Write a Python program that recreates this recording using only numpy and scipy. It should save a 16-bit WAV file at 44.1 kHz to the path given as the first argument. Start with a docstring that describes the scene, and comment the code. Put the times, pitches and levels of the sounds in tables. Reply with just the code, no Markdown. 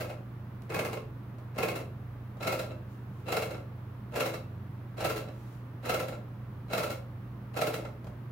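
"""A small 12 V air compressor on the carpet of a room tries to start about every 0.85 s.
Each time the motor kicks the piston through a few strokes and coasts to a stop: gears rattle in the
plastic case and air spits at the valve. Early on, a hand tips the case and sets it back, shifting its
ring. The lead is handled with a few faint ticks, a sleeve brushes twice, and a steady mains hum and
fan-like rumble lie underneath."""
import sys
import numpy as np
from scipy import signal
from scipy.fft import rfft, irfft, next_fast_len
from scipy.io import wavfile
from scipy.ndimage import uniform_filter1d

SR = 44100
rng = np.random.default_rng(int(sys.argv[2]) if len(sys.argv) > 2 else 0)


def pcm_store(signal):
    """Save signal as 16-bit PCM."""
    levels = np.round(np.clip(np.atleast_2d(signal), -1, 1) * 32767)
    wavfile.write(sys.argv[1], SR, levels.astype(np.int16).T)


N = 366471


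def from_db(db):
    """Decibels to gain."""
    return 10 ** (np.asarray(db) / 20)


def rms_one(x):
    """Scale to rms 1."""
    return x / np.sqrt(np.mean(x ** 2) + 1e-20)


def at_hz(points, hz):
    """Read a curve on a log-frequency axis."""
    freqs, values = np.transpose(points)
    return np.interp(np.log(np.maximum(hz, 1)), np.log(freqs), values)


def equalise(x, curve):
    """Shape a signal with a smooth EQ curve."""
    size = next_fast_len(N + 4096)
    gain = from_db(at_hz(curve, np.fft.rfftfreq(size, 1 / SR)))
    return irfft(rfft(x, size) * gain, size)[..., :N]


def resonance(x, hz, width_hz):
    """Two-pole resonator with unity gain at its peak."""
    radius = np.exp(-np.pi * width_hz / SR)
    feedback = [1, -2 * radius * np.cos(2 * np.pi * hz / SR), radius ** 2]
    return signal.lfilter(np.array([1, 0, -1]) * (1 - radius ** 2) / 2, feedback, x + 1e-18)


def pan(x, left_db):
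    """Make the left channel left_db louder than the right."""
    return x * from_db([[left_db / 2], [-left_db / 2]])


def swells(hits):
    """Envelope of hits added by power: (time [s], level [dB], rise [s], fall [s])."""
    power, t = np.zeros(N), np.arange(N) / SR
    for peak_s, db, rise_s, fall_s in hits:
        near = slice(max(int((peak_s - .05) * SR), 0), int((peak_s + .25) * SR))
        age = t[near] - peak_s
        power[near] += from_db(db) ** 2 * np.exp(-2 * np.maximum(-age / rise_s, age / fall_s))
    return np.sqrt(power)


# Stereo image, near mono in the bass and wide on top: (frequency [Hz], left-right correlation [0-1])
STEREO_IMAGE = [(100, 1), (200, 0.96), (350, 0.88), (600, 0.53), (1100, 0.36), (3000, 0.054), (8000, 0.012),
                (14000, 0.0053)]


def spread(mid, side, hz):
    """Two unrelated signals become left and right, as alike as sound of this pitch is in the room."""
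    alike = at_hz(STEREO_IMAGE, hz)
    return np.sqrt((1 + alike) / 2) * mid + np.sqrt((1 - alike) / 2) * side * [[1], [-1]]


def diffuse_noise(size):
    """White noise with the room's stereo image."""
    padded = next_fast_len(size)
    mid, side = rfft(rng.standard_normal((2, padded)))
    return irfft(spread(mid, side, np.fft.rfftfreq(padded, 1 / SR)), padded)[:, :size]


# Reverb time of the room: (frequency [Hz], T60 [s])
ROOM_DECAY = [(150, 0.63), (500, 0.45), (1500, 0.27), (4000, 0.3), (14000, 0.25)]


def room(x, direct_db, tail_db):
    """Direct sound plus a diffuse tail off the walls that dies sooner in the treble."""
    size = SR * 3 // 5
    t, hz = np.arange(size) / SR, np.fft.rfftfreq(size, 1 / SR)
    centres, t60s = np.transpose(ROOM_DECAY)
    walls, tail = rfft(diffuse_noise(size)), 0
    for t60, share in zip(t60s, np.eye(len(t60s))):
        band = at_hz(np.column_stack([centres, share]), hz)
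        tail = tail + irfft(walls * band, size) * from_db(-60 * t / t60)
    fade_in = np.clip(t / 0.013, 0, 1)
    response = rms_one(tail * fade_in) / np.sqrt(size)
    reverb = signal.fftconvolve(x[:1], response, axes=1)[:, :N]
    return from_db(direct_db) * x + from_db(tail_db) * reverb


# EQ of the fan-like rumble: (frequency [Hz], relative level [dB])
RUMBLE_EQ = [(20, -39), (40, -8.5), (58, -18), (75, -7.5), (140, -4.5), (200, -6), (300, -9.5), (450, -16),
             (800, -20), (1100, -18.5), (2200, -30), (4500, -43), (8000, -52.5), (15500, -41)]
# Low drones in the room tone: (frequency [Hz], nominal width [Hz], level [dB])
ROOM_DRONES = [(60.3, 4.1, -58.5), (95.44, 2.16, -51.5), (139.7, 9, -55), (198.5, 9.4, -57)]


def room_tone(hum_hz, hum_db, rumble_db):
    """The bed: mains hum, wavering drones of narrow-band noise and a broad rumble."""
    t = np.arange(N) / SR
    tones = from_db(hum_db) * rms_one(np.sin(2 * np.pi * (hum_hz * t + rng.random())))
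    for hz, width_hz, db in ROOM_DRONES:
        band = resonance(rng.standard_normal(N + SR), hz, width_hz * 2)
        drone = resonance(band, hz, width_hz * 2)[SR:]   # skip the build-up
        tones = tones + from_db(db) * rms_one(drone)
    rumble = from_db(rumble_db) * rms_one(equalise(diffuse_noise(N), RUMBLE_EQ))
    return pan(tones + rumble, left_db=-1.5)


# Fader curve of a sleeve brushing as the arm swings across: (time [s], level [dB])
SLEEVE_FADER = [(2.82, -91), (2.919, -68), (3.05, -81), (3.2, -70), (3.4, -95), (5.2, -87), (5.359, -68),
                (5.54, -66.5), (5.66, -81), (5.8, -91)]
# EQ of the brushing cloth: (frequency [Hz], relative level [dB])
CLOTH_EQ = [(500, -8), (2800, 2), (5000, -2), (7000, -1.5), (8000, -5), (12000, -4), (16000, -4)]


def sleeve():
    """Soft, smooth hiss of cloth on skin."""
    level_db = np.interp(np.arange(N) / SR, *np.transpose(SLEEVE_FADER))
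    return from_db(level_db) * rms_one(equalise(diffuse_noise(N), CLOTH_EQ))


# Cues for the handled lead and plug: (time [s], relative click level [dB], relative thud level [dB])
LEAD_TICKS = [(0.6209, -40.5, -59), (1.3843, -52, -47), (2.37, -65, -47.5), (8.0446, -44, -46.5),
              (8.0693, -60, -41.5), (8.087, -60, -60)]


def lead_handling(click_gain_db, thud_gain_db, thud_hz):
    """Short plastic ticks: a bright click, sharing the clatter's EQ, over a dull thud."""
    click = swells([(s, db, .0008, .004) for s, db, _ in LEAD_TICKS]) * diffuse_noise(N)
    thud = swells([(s, db, .001, .011) for s, _, db in LEAD_TICKS]) * diffuse_noise(N)
    return (from_db(click_gain_db) * equalise(click, CLATTER_EQ)
            + from_db(thud_gain_db) * resonance(thud, thud_hz, width_hz=156))


# The motor's tries to start: (time [s], travel to first stroke [turns], nominal speed [turns/s],
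# free coast [s], stall after [s], jolt trim [dB], strength trim [dB], clatter trim [dB])
START_TRIES = [(-.157, 0.16, 27.76, .458, 0.29, -10, -1, -0.5),
               (.703, 0.788, 26.2, .48, 0.27, 0.5, -0.5, -0.5),
               (1.549, 0.69, 27.04, .477, 0.28, -15, 0.5, -1.5),
               (2.408, 0.31, 26.45, .468, 0.32, -3.5, -0.5, .5), (3.265, 0.34, 30.73, .429, .33, -6, -1, 0),
               (4.123, 0.74, 28.36, .423, 0.25, -11, 0, 0.5), (4.979, 0.484, 28.32, .445, .33, -1.5, -1, 1),
               (5.835, 0.35, 29.62, .453, .32, -7.5, -1, .5),
               (6.686, 0.95, 27.38, .508, .26, -15, -.5, 0.5), (7.542, .45, 25.46, .512, 0.31, -10, 1, 0)]
SPIN_UP_S, COAST_POWER, CLOCK_HZ = .02, 1.5, 4000


def crank_runs():
    """On each try the motor spins up, then friction and back pressure wear the speed down."""
    for start, lead_turns, kick_speed, coast_s, stall_s, _, strength_db, _ in START_TRIES:
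        age = np.arange(0, stall_s, 1 / CLOCK_HZ)
        spin_up = np.minimum(age / SPIN_UP_S, 1)
        coast = np.maximum(1 - age / coast_s, 1e-3) ** COAST_POWER
        speed = kick_speed * spin_up * coast
        turns = np.cumsum(speed) / CLOCK_HZ - lead_turns
        yield start, strength_db, age, speed, turns


def crank_speed():
    """Turns per second through the whole scene, zero between tries."""
    t = np.arange(N) / SR
    return sum(np.interp(t, start + age, speed, left=0, right=0)
               for start, _, age, speed, _ in crank_runs())


def strokes(offset_turns, pressure_build_s=0.05):
    """Passes of a point after compression: (time [s], speed [turns/s], pressure [0-1], trim [dB])."""
    return np.array([(start + age[i], speed[i], min(age[i] / pressure_build_s, 1), strength_db)
                     for start, strength_db, age, speed, turns in crank_runs()
                     for i in np.flatnonzero(np.diff(np.floor(turns - offset_turns)))])


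# Trapped air throws the stalling crank back: (time [s], relative level [dB])
AIR_REBOUNDS = [(0.972, -5), (3.545, -5), (3.587, -13.5), (6.126, -6)]
# Stroke force against crank speed; the clatter collapses first:
# (speed [turns/s], case knock gain [dB], panel ring gain [dB], clatter gain [dB])
STROKE_FORCE = [(0, -30, -40, -60), (5, -12, -13.5, -33), (8.54, -8, -8, -10), (11, -6.5, -4.5, -3.5),
                (14.9, -5.5, -4.5, -2), (20.7, -2.5, 0, 0)]
RETURN_TURNS = .46   # the piston knocks again as it turns back, this far after each stroke
FULL_SPEED, STRETCH_POWER = 21, 0.34   # strokes slower than FULL_SPEED [turns/s] are drawn out


def crank_load(speed, layer, rise_s, fall_s, unloaded_db, return_db, jolt_db, rebound_db, running_db):
    """Force envelope of one layer: first jolts, rebounds, strokes, their returns and running gears."""
    speeds, *layer_gains = np.transpose(STROKE_FORCE)
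    force_db = layer_gains[["knock", "ring", "clatter"].index(layer)]
    hits = [(start, strength_db + jolt_trim_db + jolt_db, rise_s, fall_s)
            for start, *_, jolt_trim_db, strength_db, _ in START_TRIES]
    hits += [(s, db + rebound_db, rise_s, fall_s) for s, db in AIR_REBOUNDS]
    for offset_turns, offset_db in ((0, 0), (RETURN_TURNS, return_db)):
        for s, stroke_speed, pressure, db in strokes(offset_turns):
            stretch = np.clip(FULL_SPEED / max(stroke_speed, 1), 1, 2) ** STRETCH_POWER
            slack_db = unloaded_db * (1 - pressure)   # softer until the cylinder fills
            level_db = db + offset_db + slack_db + np.interp(stroke_speed, speeds, force_db)
            hits.append((s, level_db, rise_s * stretch, fall_s * stretch))
    running = from_db(running_db + np.interp(speed, speeds, force_db)) * (speed > 0)
    return np.hypot(swells(hits), uniform_filter1d(running, size=600))


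def gear_teeth(speed, per_turn, slowest_speed, jitter):
    """One click per tooth: the rattle slows with the crank, down to the loose chatter of the gears."""
    play = 1 + jitter * rms_one(uniform_filter1d(rng.standard_normal(N), size=80))
    tooth_hz = per_turn * np.maximum(speed, slowest_speed) * np.maximum(play, 0)
    return np.diff(np.floor(np.cumsum(tooth_hz) / SR), prepend=0)


def clatter_trim():
    """Gain held through each try: some rattle more brightly than others."""
    held = [(start + age, db) for start, *_, db in START_TRIES for age in (0, .5)]
    return from_db(np.interp(np.arange(N) / SR, *np.transpose(held)))


# EQ of the metal clatter and valve air: (frequency [Hz], gain [dB])
CLATTER_EQ = [(300, -22), (900, 2.5), (1700, 4), (2700, 4), (3200, -3), (4500, 0), (5500, -6.5),
              (6300, -5.5), (7000, -4), (8000, -9), (9200, -3.5), (10300, -8), (12000, -4), (16000, -6)]


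def clatter(teeth, speed, tooth_db, air_db, tooth_decay_s, soft_db, soft_hz):
    """The top layer: each tooth crackles and air spits at the valve; gentle contacts are duller."""
    uneven_teeth = teeth * from_db(3.0 * rng.uniform(-1, 1, N))
    fade = np.exp(-1 / (tooth_decay_s * SR))
    crackle = rms_one(signal.lfilter([1], [1, -fade], uneven_teeth + 1e-18))
    grain = np.hypot(from_db(tooth_db) * crackle, from_db(air_db))
    load = clatter_trim() * crank_load(speed, "clatter", rise_s=0.0049, fall_s=0.018, unloaded_db=-16,
                                       return_db=-14, jolt_db=-11, rebound_db=-20, running_db=-24.5)
    bright = load * grain * diffuse_noise(N)
    dull = signal.sosfilt(signal.butter(1, soft_hz, fs=SR, output="sos"), bright)
    hardness = load / (load + from_db(soft_db))
    return equalise(dull + hardness * (bright - dull), CLATTER_EQ)


# Modes of the plastic case; those with a high need for force speak only under the hardest strokes:
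# (frequency [Hz], width [Hz], relative level [dB], need for force [0-1], change when tipped [dB])
CASE_MODES = [(176.5, 41, -4, 0.15, 3.5), (259.3, 17, -5, 0, 0.5), (331.6, 26, -1, 0.03, 1),
              (440.7, 44, 1, 0.45, 5), (540.5, 65, 3.5, 0, -1.5), (627, 72, 1, 0.22, -0.5),
              (740, 74, -4, 0.18, -0.5), (831, 33, -11, 0, 6), (1067, 52, -10, 0, 13),
              (1164, 60, -7, 0.2, 4), (1334, 44, 5.5, 0.02, -4.5), (1366, 41, 5, 0.47, -4.5),
              (1636, 126, -8, 0, 3), (2093, 67, -5.5, 0.2, 4), (2176, 62, -2, 0.3, 2),
              (2553, 66, -2.5, 0.4, 5), (2701, 99, -1.5, 0.16, -4.5), (3295, 35, -12.5, 0.3, -11),
              (3973, 100, -6, 0.16, -11), (5420, 170, -13, 0.74, -7), (7140, 100, -16, 0.2, -19)]
# A hand tips the case and sets it back, turning other panels upward: (time [s], tilt [0-1])
CASE_TILT = [(0, 0.45), (.6, 0.93), (1.5, 0.75), (2.1, 0)]


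def case_knock(teeth, speed, knock_db, ring_db, growl, vary_db):
    """The body: loaded gears shake the case, partly as an even growl, partly as loose knocks."""
    contacts = np.flatnonzero(teeth)
    contact_s, stroke_s = contacts / SR, strokes(0)[:, 0]
    knock = from_db(knock_db) * crank_load(speed, "knock", rise_s=.006, fall_s=.017, unloaded_db=-9,
                                           return_db=-4.5, jolt_db=-5, rebound_db=-4.5, running_db=-16.5)
    ring = from_db(ring_db) * crank_load(speed, "ring", rise_s=0.0046, fall_s=.017, unloaded_db=-13.5,
                                         return_db=-8, jolt_db=-5, rebound_db=-4, running_db=-17)
    tilt = np.interp(contact_s, *np.transpose(CASE_TILT))
    body = 0
    for k, (hz, width_hz, db, need, tipped_db) in enumerate(CASE_MODES):
        load = (knock if hz < 950 else ring)[contacts]
        load = load * (2 * load / load.max()) ** need
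        # no two strokes meet the case in quite the same way
        stroke_db = np.interp(contact_s, stroke_s, rng.uniform(-vary_db, vary_db, len(stroke_s)))
        load = load * from_db(db + tilt * tipped_db + stroke_db)
        mid, side = rng.uniform(-1, 1, (2, len(contacts))) * np.sqrt(3)   # loose knocks, rms 1
        force = np.zeros((2, N))
        force[:, contacts] = load * spread(mid + growl, side, hz) * np.sqrt(N / len(contacts))
        body = body + (-1) ** k * resonance(force, hz, width_hz)   # neighbours alternate in polarity
    return pan(body, left_db=-1.55)


def scene():
    """The mix: compressor and lead through the reverb, with the sleeve and room tone left dry."""
    speed = crank_speed()
    teeth = gear_teeth(speed, per_turn=30, slowest_speed=9, jitter=.25)
    body = case_knock(teeth, speed, knock_db=-13.5, ring_db=-19.5, growl=0.48, vary_db=2.975)
    top = clatter(teeth, speed, tooth_db=-37, air_db=-36, tooth_decay_s=0.0017, soft_db=-29, soft_hz=4560)
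    ticks = lead_handling(click_gain_db=-9.5, thud_gain_db=18.0, thud_hz=610)
    in_room = room(body + top + ticks, direct_db=-0.5, tail_db=-4.0)
    return in_room + sleeve() + room_tone(hum_hz=120, hum_db=-43.5, rumble_db=-49)


def record(dry):
    """The left microphone is a little brighter; a steep low-pass cuts the top at 15.8 kHz."""
    treble = signal.sosfilt(signal.butter(1, 2500, "high", fs=SR, output="sos"), dry)
    heard = dry - treble + pan(treble, left_db=2.5)
    return signal.sosfilt(signal.ellip(12, .1, 80, 15800, fs=SR, output="sos"), heard)


dry = scene()
out = record(dry)
pcm_store(out)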